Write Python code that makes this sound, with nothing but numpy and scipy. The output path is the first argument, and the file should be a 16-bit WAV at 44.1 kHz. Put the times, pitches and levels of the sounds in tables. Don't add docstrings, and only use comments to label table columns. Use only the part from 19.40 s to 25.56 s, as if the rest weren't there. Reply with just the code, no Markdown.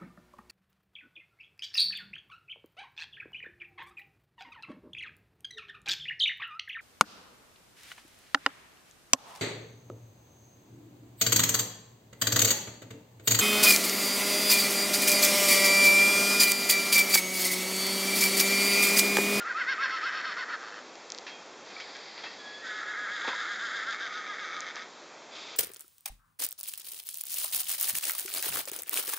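import sys
import numpy as np
from scipy import signal
from scipy.fft import rfft, irfft
from scipy.io import wavfile
from scipy.ndimage import uniform_filter1d

SR = 44100
rng = np.random.default_rng(int(sys.argv[2]) if len(sys.argv) > 2 else 0)


def volts_from_db(level):
    exponent = np.asarray(level, float) / 20
    return 10 ** exponent


def file_out(sig):
    cols = np.atleast_2d(sig).T
    lim = np.clip(cols, -1, 1)
    pcm = np.round(lim * 32767).astype(np.int16)
    wavfile.write(sys.argv[1], SR, pcm)


N = 271700
TIME, HZ = np.arange(N) / SR, np.fft.rfftfreq(N, 1 / SR)

# f/Hz, level per Hz/dB
HUSH_SPECTRUM = [(53, -63), (90, -22), (334, -7), (448, -5.5), (491, -5.5), (809, -6.5), (1240, -9.5),
                 (1630, -12), (2890, -14), (7400, -20.5), (9620, -26.5), (16300, -120)]
# t/s, peak level/dB, f/Hz
TICKS = [
    (1.5544, -36, 5000),
    (1.702, -24, 5200),
    (1.72, -20, 5900),
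    (1.7474, -27, 4600),
    (1.7779, -29, 4600),
    (1.7853, -24, 4700),
    (2.5664, -37, 6000),
    (5.2051, -22, 6800),
    (5.3572, -28, 5500),
]
# t/s, level/dB, centre f/Hz, decay/s
HOOVES = [(1.866, -38.5, 2200, 0.037), (2.301, -45, 2000, 0.031), (2.364, -52, 1800, 0.029),
          (2.4, -39, 3000, 0.02), (2.472, -46.5, 600, 0.032), (2.551, -43.5, 1710, 0.03),
          (2.776, -40.5, 1890, 0.025), (2.836, -38, 1410, 0.04), (3.845, -35, 880, 0.0092),
          (3.876, -27.5, 810, 0.024), (3.93, -45, 780, 0.011), (5.365, -34.5, 1500, 0.0065)]
# t/s, f/Hz, level/dB, t60/s
GATE_RINGS = [(1.877, 2640, -42, 0.16), (1.9, 3250, -47.5, 0.46), (1.94, 2460, -48, 0.24),
              (2.364, 2310, -40, 0.13), (2.368, 1297, -41, 0.13), (2.402, 2266, -36, 0.11),
              (2.401, 3120, -43, 0.099), (2.549, 1640, -46, 0.22), (2.823, 3270, -47, 0.59),
              (2.84, 814, -41, 0.16), (2.86, 2650, -44, 0.19), (2.866, 1850, -43, 0.36),
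              (3.846, 918, -32, 0.11), (3.883, 1010, -33.5, 0.087), (3.93, 988, -31, 0.075)]
# t/s, level/dB
BREATHS = [
    [(2.23, -92), (2.26, -55.5), (2.4, -49), (2.6, -51), (2.85, -50), (3.0, -52.5), (3.2, -53), (3.3, -74)],
    [(5.89, -78), (5.92, -53), (5.97, -44), (6.05, -47), (6.17, -49)],
]
# f/Hz, width/Hz, level/dB
NOSTRILS = [
    [(2000, 430, -3.5), (3620, 740, -8), (4760, 570, -4)],
    [(1260, 190, -5.5), (2370, 800, -5.5), (3620, 650, -1), (4800, 550, -5.5), (6030, 3400, -15)],
]

# full from t/s, full until t/s, level/dB, dip after it/dB
FIRST_QUAVERS = [(0.0, 0.015, -34.4, 2.2), (0.065, 0.119, -31.5, 6.2), (0.167, 0.223, -30.0, 5.3),
                 (0.295, 0.329, -27.5, 6.8), (0.419, 0.458, -28.5, 5.9), (0.495, 0.571, -32.3, 3.5),
                 (0.634, 0.695, -30.8, 3.4), (0.72, 0.815, -33.8, 5.9), (0.843, 0.93, -33.5, 6.5),
                 (0.973, 1.031, -33.5, 8.3), (1.1, 1.148, -33.3, 13.8), (1.213, 1.283, -42.5, 5.7),
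                 (1.332, 1.395, -45.4, 7.8)]
SECOND_QUAVERS = [(3.253, 3.338, -39.9, 0), (3.359, 3.438, -37.4, 2.6), (3.471, 3.53, -36.1, 1.4),
                  (3.535, 3.7, -35.9, .7), (3.702, 3.827, -35.7, 1.5), (3.838, 3.919, -34.3, 2.2),
                  (3.934, 4.064, -34.8, 2.1), (4.078, 4.16, -35.8, 4.9), (4.195, 4.318, -35.3, 2),
                  (4.335, 4.438, -35.1, 3.3), (4.473, 4.555, -34.5, 6.3), (4.603, 4.672, -35.6, 4.9),
                  (4.722, 4.795, -37.6, 3.9), (4.83, 4.961, -39.9, 2.8), (4.986, 5.011, -38.5, 4.5),
                  (5.03, 5.076, -38.5, 3), (5.098, 5.191, -39.0, 2.7), (5.209, 5.303, -40.1, 9.2),
                  (5.357, 5.431, -42.6, 9.6)]
# t/s, level/dB
SECOND_ONSET = [
    (3.12, -71),
    (3.2, -56.5),
    (3.242, -45.5),
]
# f/Hz, width/Hz, level/dB
FIRST_THROAT = [(1010, 145, -17.5), (1283, 116, -4.5), (1520, 147, -3), (1877, 326, -3.5),
                (2586, 110, -18.5), (2950, 260, -14), (3704, 280, -23), (4390, 197, -17.5),
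                (5215, 290, -23), (5690, 110, -26)]
SECOND_THROAT = [(1305, 210, -2.5), (1680, 430, -4), (1944, 310, -3.5), (2172, 131, -6), (3370, 710, -12),
                 (3700, 517, -9.5), (4890, 600, -17.5), (6120, 400, -26.5), (6760, 1100, -22.5)]
# f/Hz, width/Hz, level/dB
FIRST_CLOSING = [(980, 300, -13), (1268, 110, 1.0), (1500, 370, -4), (1780, 400, -4.0)] + FIRST_THROAT[4:]
SECOND_CLOSING = [(1243, 104, -1.5), (1484, 320, -8.5), (1850, 210, -4.5),
                  (2200, 164, -5)] + SECOND_THROAT[4:7] + [(6240, 370, -19.5)]
# t/s, level/dB
FIRST_MOUTH = [(0, -16), (.09, -22.5), (.2, -14.5), (.31, -13.5), (.53, -9.5), (.66, -11), (.9, -9),
               (1.12, -15), (1.3, -8.5)]
SECOND_MOUTH = [(3.3, -9), (3.5, -17), (3.62, -20), (3.76, -10.5), (4.5, -11.5), (4.64, -12), (4.76, -11),
                (4.89, -12), (5.4, -9)]
# t/s, rate f/Hz, jitter/0-1, air share/0-1
FIRST_RATTLE = [(0, 270, .12, .75), (.7, 250, .09, .6), (1.0, 240, .06, .5), (1.15, 200, .06, .5),
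                (1.22, 110, .12, .4), (1.45, 95, .12, .4)]
SECOND_RATTLE = [(3.1, 240, .1, .8), (4.7, 215, .12, .66), (5.05, 190, .14, .55), (5.5, 150, .14, .55)]
# from t/s, until t/s, crest t/s, crest f/Hz, level/dB
FIRST_WHISTLE = [(0, .035, .02, 1410, -37), (.045, .09, .09, 1395, -35), (.15, .205, .197, 1395, -33),
                 (.385, .43, .428, 1385, -34), (.4, .46, .425, 1100, -43), (.505, .56, .53, 1060, -44),
                 (.52, .57, .545, 1314, -34.5), (.625, .665, .678, 1430, -34), (.75, .81, .772, 1270, -40),
                 (.865, .91, .86, 1310, -40), (.98, 1.02, 1.0, 1060, -46)]
FIRST_VOICED = [(.102, .118, .085, 1680, -31.5), (.206, .224, .19, 1700, -29),
                (.272, .338, .306, 1620, -28.7), (.43, .45, .428, 1650, -30), (.665, .68, .662, 1590, -31),
                (.725, .805, .77, 1610, -42.5), (.845, .92, .878, 1580, -42.5),
                (.97, 1.035, 1.0, 1505, -38.8), (1.095, 1.15, 1.12, 1430, -40)]
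SECOND_WHISTLE = [
    (2.995, 3.25, 3.09, 1678, -48.5),
]
SECOND_SLIP = [(3.222, 3.267, 3.245, 1880, -47.5), (3.248, 3.333, 3.26, 1545, -43.5),
               (4.725, 4.812, 4.775, 1276, -42), (4.74, 4.8, 4.785, 1485, -43.3),
               (5.08, 5.119, 5.08, 1305, -46), (5.15, 5.209, 5.165, 1258, -43.5)]
SECOND_BREAKS = [
    (4.89, 4.93, 4.9, 1650, -43),
    (4.995, 5.055, 5.01, 1650, -44.5),
]
# crest t/s, length/s, level/dB
SECOND_VOICED = [(3.345, .135, -41), (3.497, .1, -40), (3.612, .12, -38.5), (3.737, .12, -39),
                 (3.862, .105, -39), (3.985, .075, -40), (4.112, .08, -38.8), (4.243, .085, -37),
                 (4.362, .075, -38.5), (4.496, .08, -37.5), (4.638, .08, -39)]
# f/Hz, level/dB
CONVERTER = [(20, -23.5), (60, -12), (200, -1), (7000, 0.5), (7500, -2.5), (7750, -12), (7850, -13.5),
             (8000, -45), (8200, -17), (8400, -14), (8700, -18), (9000, -28), (9300, -60)]


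def shape(x, response):
    return irfft(rfft(x) * response, N)


def lose_low(x, corner_hz):
    return shape(x, (1j * HZ / (corner_hz + 1j * HZ)) ** 2)


def level(x, db):
    return x * volts_from_db(db) / np.sqrt(np.mean(x ** 2))


def resonances(hz, modes):
    hz = np.maximum(hz, 1)
    total = 0
    for k, (f, width, db) in enumerate(modes):
        total = total + (-1) ** k * volts_from_db(db) / (1 + .64j * (hz - f * f / hz) / width) ** 2
    return total


def on_log(hz, table):
    f, db = np.transpose(table)
    return volts_from_db(np.interp(np.log(hz + 1), np.log(f), db))


def walk(rate_hz):
    hold = int(SR / rate_hz)
    steps = np.repeat(rng.standard_normal(N // hold + 1), hold)
    return 1.3 * uniform_filter1d(uniform_filter1d(steps, hold), hold)[:N]


def hush():
    out, swell = 0, walk(0.48)
    noise = rfft(rng.standard_normal(N)) * on_log(HZ, HUSH_SPECTRUM[:-1])
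    for octave in range(5, 15):
        band = np.clip(1 - np.abs(np.log2(HZ + 1) - octave), 0, 1)
        out = out + volts_from_db(0.34 * swell + 0.43 * walk(9.1)) * irfft(noise * band, N)
    return level(out, -47.5)


def ticks():
    out, t = np.zeros(N), TIME[:400]
    snap = np.exp(-t / 0.0002) + 0.25 * np.exp(-t / 0.00019)
    for s, db, hz in TICKS:
        out[int(s * SR + 30):][:400] += volts_from_db(db + 5.5) * snap * np.sin(2 * np.pi * hz * t)
    return lose_low(out, 1800)


def hooves():
    out, t = np.zeros(N), TIME[:12000]
    for s, db, hz, decay_s in HOOVES:
        body = 1 / (1 + .35j * (HZ / hz - hz / (HZ + 1))) ** 2
        dull = 1 / (1 + (HZ / 5200) ** 6)
        scuff = level(shape(rng.standard_normal(N), body * dull), db)[:len(t)]
        out[int(s * SR):][:len(t)] += scuff * np.exp(-t / decay_s) * np.minimum(t / 0.00062, 1)
    return lose_low(out, 120)


def gate():
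    out, t = np.zeros(N), TIME[:12000]
    rattling = volts_from_db(3 * walk(160))
    for s, hz, db, t60 in GATE_RINGS:
        decay = np.exp(-np.log(1000) * t / t60)
        ring = decay * np.sin(2 * np.pi * hz * t) * np.minimum(t / 0.0019, 1)
        start = int(s * SR)
        out[start:][:len(t)] += np.sqrt(2) * volts_from_db(db - 3) * ring * rattling[start:][:len(t)]
    return lose_low(out, 120)


def breaths():
    out = 0
    for swell, modes in zip(BREATHS, NOSTRILS):
        db = np.interp(TIME, *np.transpose(swell), left=-90, right=-90)
        air = level(shape(rng.standard_normal(N), resonances(HZ, modes)), 0)
        out = out + volts_from_db(db + 1.0 + 0.91 * walk(40)) * air
    return out


def clear(rows, throat, bend, order, side_db, roll_db, wobble=0.0079, fall=1, overtone_db=0):
    out = np.zeros(N)
    drift, flutter = 1 + wobble * walk(150), volts_from_db(1.0 * walk(70))
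    shimmer_db = 3.5 * walk(60)
    for (t0, t1, crest_s, crest_hz, db), curve in zip(rows, np.broadcast_to(bend, len(rows))):
        i = slice(int(max(t0 - .01, 0) * SR), int((t1 + 0.0092) * SR))
        off = np.clip(TIME[i], t0, t1) - crest_s
        sag = curve * np.where(off > 0, fall, 1) * off ** 2
        hz = crest_hz * (1 - np.minimum(sag, .16)) * drift[i]
        phase = 2 * np.pi * np.cumsum(hz / order) / SR
        fade = 1.1 * np.sin(np.linspace(0, np.pi, len(hz))) ** .6
        at_line = resonances(np.median(hz), throat)
        for k in range(1, int(6000 * order / crest_hz)):
            gain = np.abs(resonances(hz * k / order, throat) / at_line)
            if k == order:
                gain = np.minimum(gain, 1.3) ** 0.6
            else:
                partial_db = side_db - roll_db * abs(k - order) / order
                partial_db = partial_db + overtone_db * (k % order == 0)
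                gain = gain * volts_from_db(partial_db + np.roll(shimmer_db, 997 * k)[i])
            out[i] += np.sqrt(2) * volts_from_db(db) * fade * gain * np.sin(k * phase + k * k)
    return out * flutter


def rattle(effort_db, folds):
    s, *columns = np.transpose(folds)
    hz, jitter, air = (np.interp(TIME, s, c) for c in columns)
    push_db = np.clip(effort_db - uniform_filter1d(effort_db, size=5000), -5, 5)
    hz = hz * (1 + .03 * push_db)
    phase = np.cumsum(hz * (1 + jitter * walk(200))) / SR
    cycle = phase.astype(int)
    size = volts_from_db(1.5 * rng.standard_normal(N // 50))[cycle]
    pulses = np.diff(cycle, prepend=0) * size * np.sqrt(SR / hz)
    puffs = size * (.6 + .9 * np.exp(-(phase - cycle) / .4)) * rng.standard_normal(N)
    return np.sqrt(1 - air) * pulses + np.sqrt(air) * puffs


def whinny(quavers, onset, mouth, folds, throat, late, late_s, lines, hoarse_db, upper_db, upper_swing):
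    start, end, top_db, dip_db = np.transpose(quavers)
    last_gap_s = .085
    dip_s = end + .5 * (np.append(start[1:], end[-1] + last_gap_s) - end)
    shut_s, low_db = np.minimum(end + .02, dip_s), top_db - dip_db - 1.2
    points = np.transpose([start, top_db, end, top_db, shut_s, low_db + .8, dip_s, low_db])
    points = onset + points.reshape(-1, 2).tolist() + [(dip_s[-1] + 0.017, -80)]
    effort_db = uniform_filter1d(np.interp(TIME, *np.transpose(points)), size=400)
    effort, source = volts_from_db(effort_db + hoarse_db), rattle(effort_db, folds)
    line_power = uniform_filter1d(lines ** 2, size=900)
    left = np.sqrt(np.maximum(effort ** 2 - 1.25 * line_power, .15 * effort ** 2))

    def voice(modes):
        return level(shape(source, resonances(HZ, modes)), 0)

    split_hz = 2400
    early, closing = (voice([m for m in t if m[0] < split_hz]) for t in (throat, late))
    high, last = (voice([m for m in t if m[0] >= split_hz]) for t in (throat, late))
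    share = np.clip((TIME - late_s) / 0.55, 0, 1)
    main = early + share * (closing - early)
    upper = high + share * (last - high)
    middle_s = (start + end) / 2
    gap = np.interp(TIME, np.ravel(np.transpose([middle_s, dip_s])), np.tile([0, 1], len(start)))
    sag_db = effort_db - np.interp(TIME, middle_s, top_db) - 11 * gap ** 1.5
    lag_s = .008
    swing_db = upper_swing * np.roll(sag_db, int(lag_s * SR))
    bright = volts_from_db(np.interp(TIME, *np.transpose(mouth)) + upper_db + swing_db)
    return lines + left * main + effort * bright * upper


def wavering_line():
    s, length, db = np.transpose(SECOND_VOICED)
    age = s - 3.3
    crest_hz = 1706 - 75 * age
    rows = np.transpose([s - length / 2, s + length / 2, s, crest_hz, db])
    bend = 63 * age
    out = clear(rows[:7], SECOND_THROAT, bend[:7], order=8, side_db=-7.5, roll_db=6.0, wobble=.005,
                overtone_db=4)
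    return out + clear(rows[7:], SECOND_THROAT, bend[7:], order=7, side_db=-7.5, roll_db=7.0, wobble=.005,
                       overtone_db=10)


def first_horse():
    lines = clear(FIRST_WHISTLE, FIRST_THROAT, bend=62, order=1, side_db=5, roll_db=10.0)
    lines += clear(FIRST_VOICED, FIRST_THROAT, bend=85, order=3, side_db=-3, roll_db=4.5, fall=1.55)
    return whinny(FIRST_QUAVERS, [], FIRST_MOUTH, FIRST_RATTLE, FIRST_THROAT, FIRST_CLOSING, 0.7, lines,
                  hoarse_db=-.4, upper_db=2.6, upper_swing=0.32)


def second_horse():
    lines = clear(SECOND_WHISTLE, SECOND_THROAT, bend=-1.4, order=1, side_db=6, roll_db=3.5, wobble=.003)
    lines += clear(SECOND_SLIP, SECOND_THROAT, bend=22, order=7, side_db=-9, roll_db=6.0)
    lines += wavering_line()
    lines += clear(SECOND_BREAKS, SECOND_THROAT, bend=60, order=4, side_db=3, roll_db=8.0)
    return whinny(SECOND_QUAVERS, SECOND_ONSET, SECOND_MOUTH, SECOND_RATTLE, SECOND_THROAT, SECOND_CLOSING,
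                  4.32, lines, hoarse_db=0.02, upper_db=3.0, upper_swing=0.19)


def scene():
    near = hooves() + gate() + breaths() + first_horse() + second_horse()
    tail = rng.standard_normal(N) * np.exp(-np.log(1000) * TIME / .25) * (TIME > .015)
    echo = shape(near, rfft(tail / np.sqrt(np.sum(tail ** 2))))
    return np.tile(hush() + ticks() + near + volts_from_db(-19) * echo, (2, 1))


def low_pass(x):
    return signal.sosfilt(signal.butter(12, 8900, fs=SR, output="sos"), x)


def record(dry):
    notch_hz, width_hz = 2914, 250
    notch = 1 - 1 / (1 + 2j * (HZ - notch_hz) / width_hz)
    mono = shape(dry[0], notch * on_log(HZ, CONVERTER))
    return low_pass(np.tile(mono, (2, 1)))


dry = scene()
out = record(dry)
file_out(out)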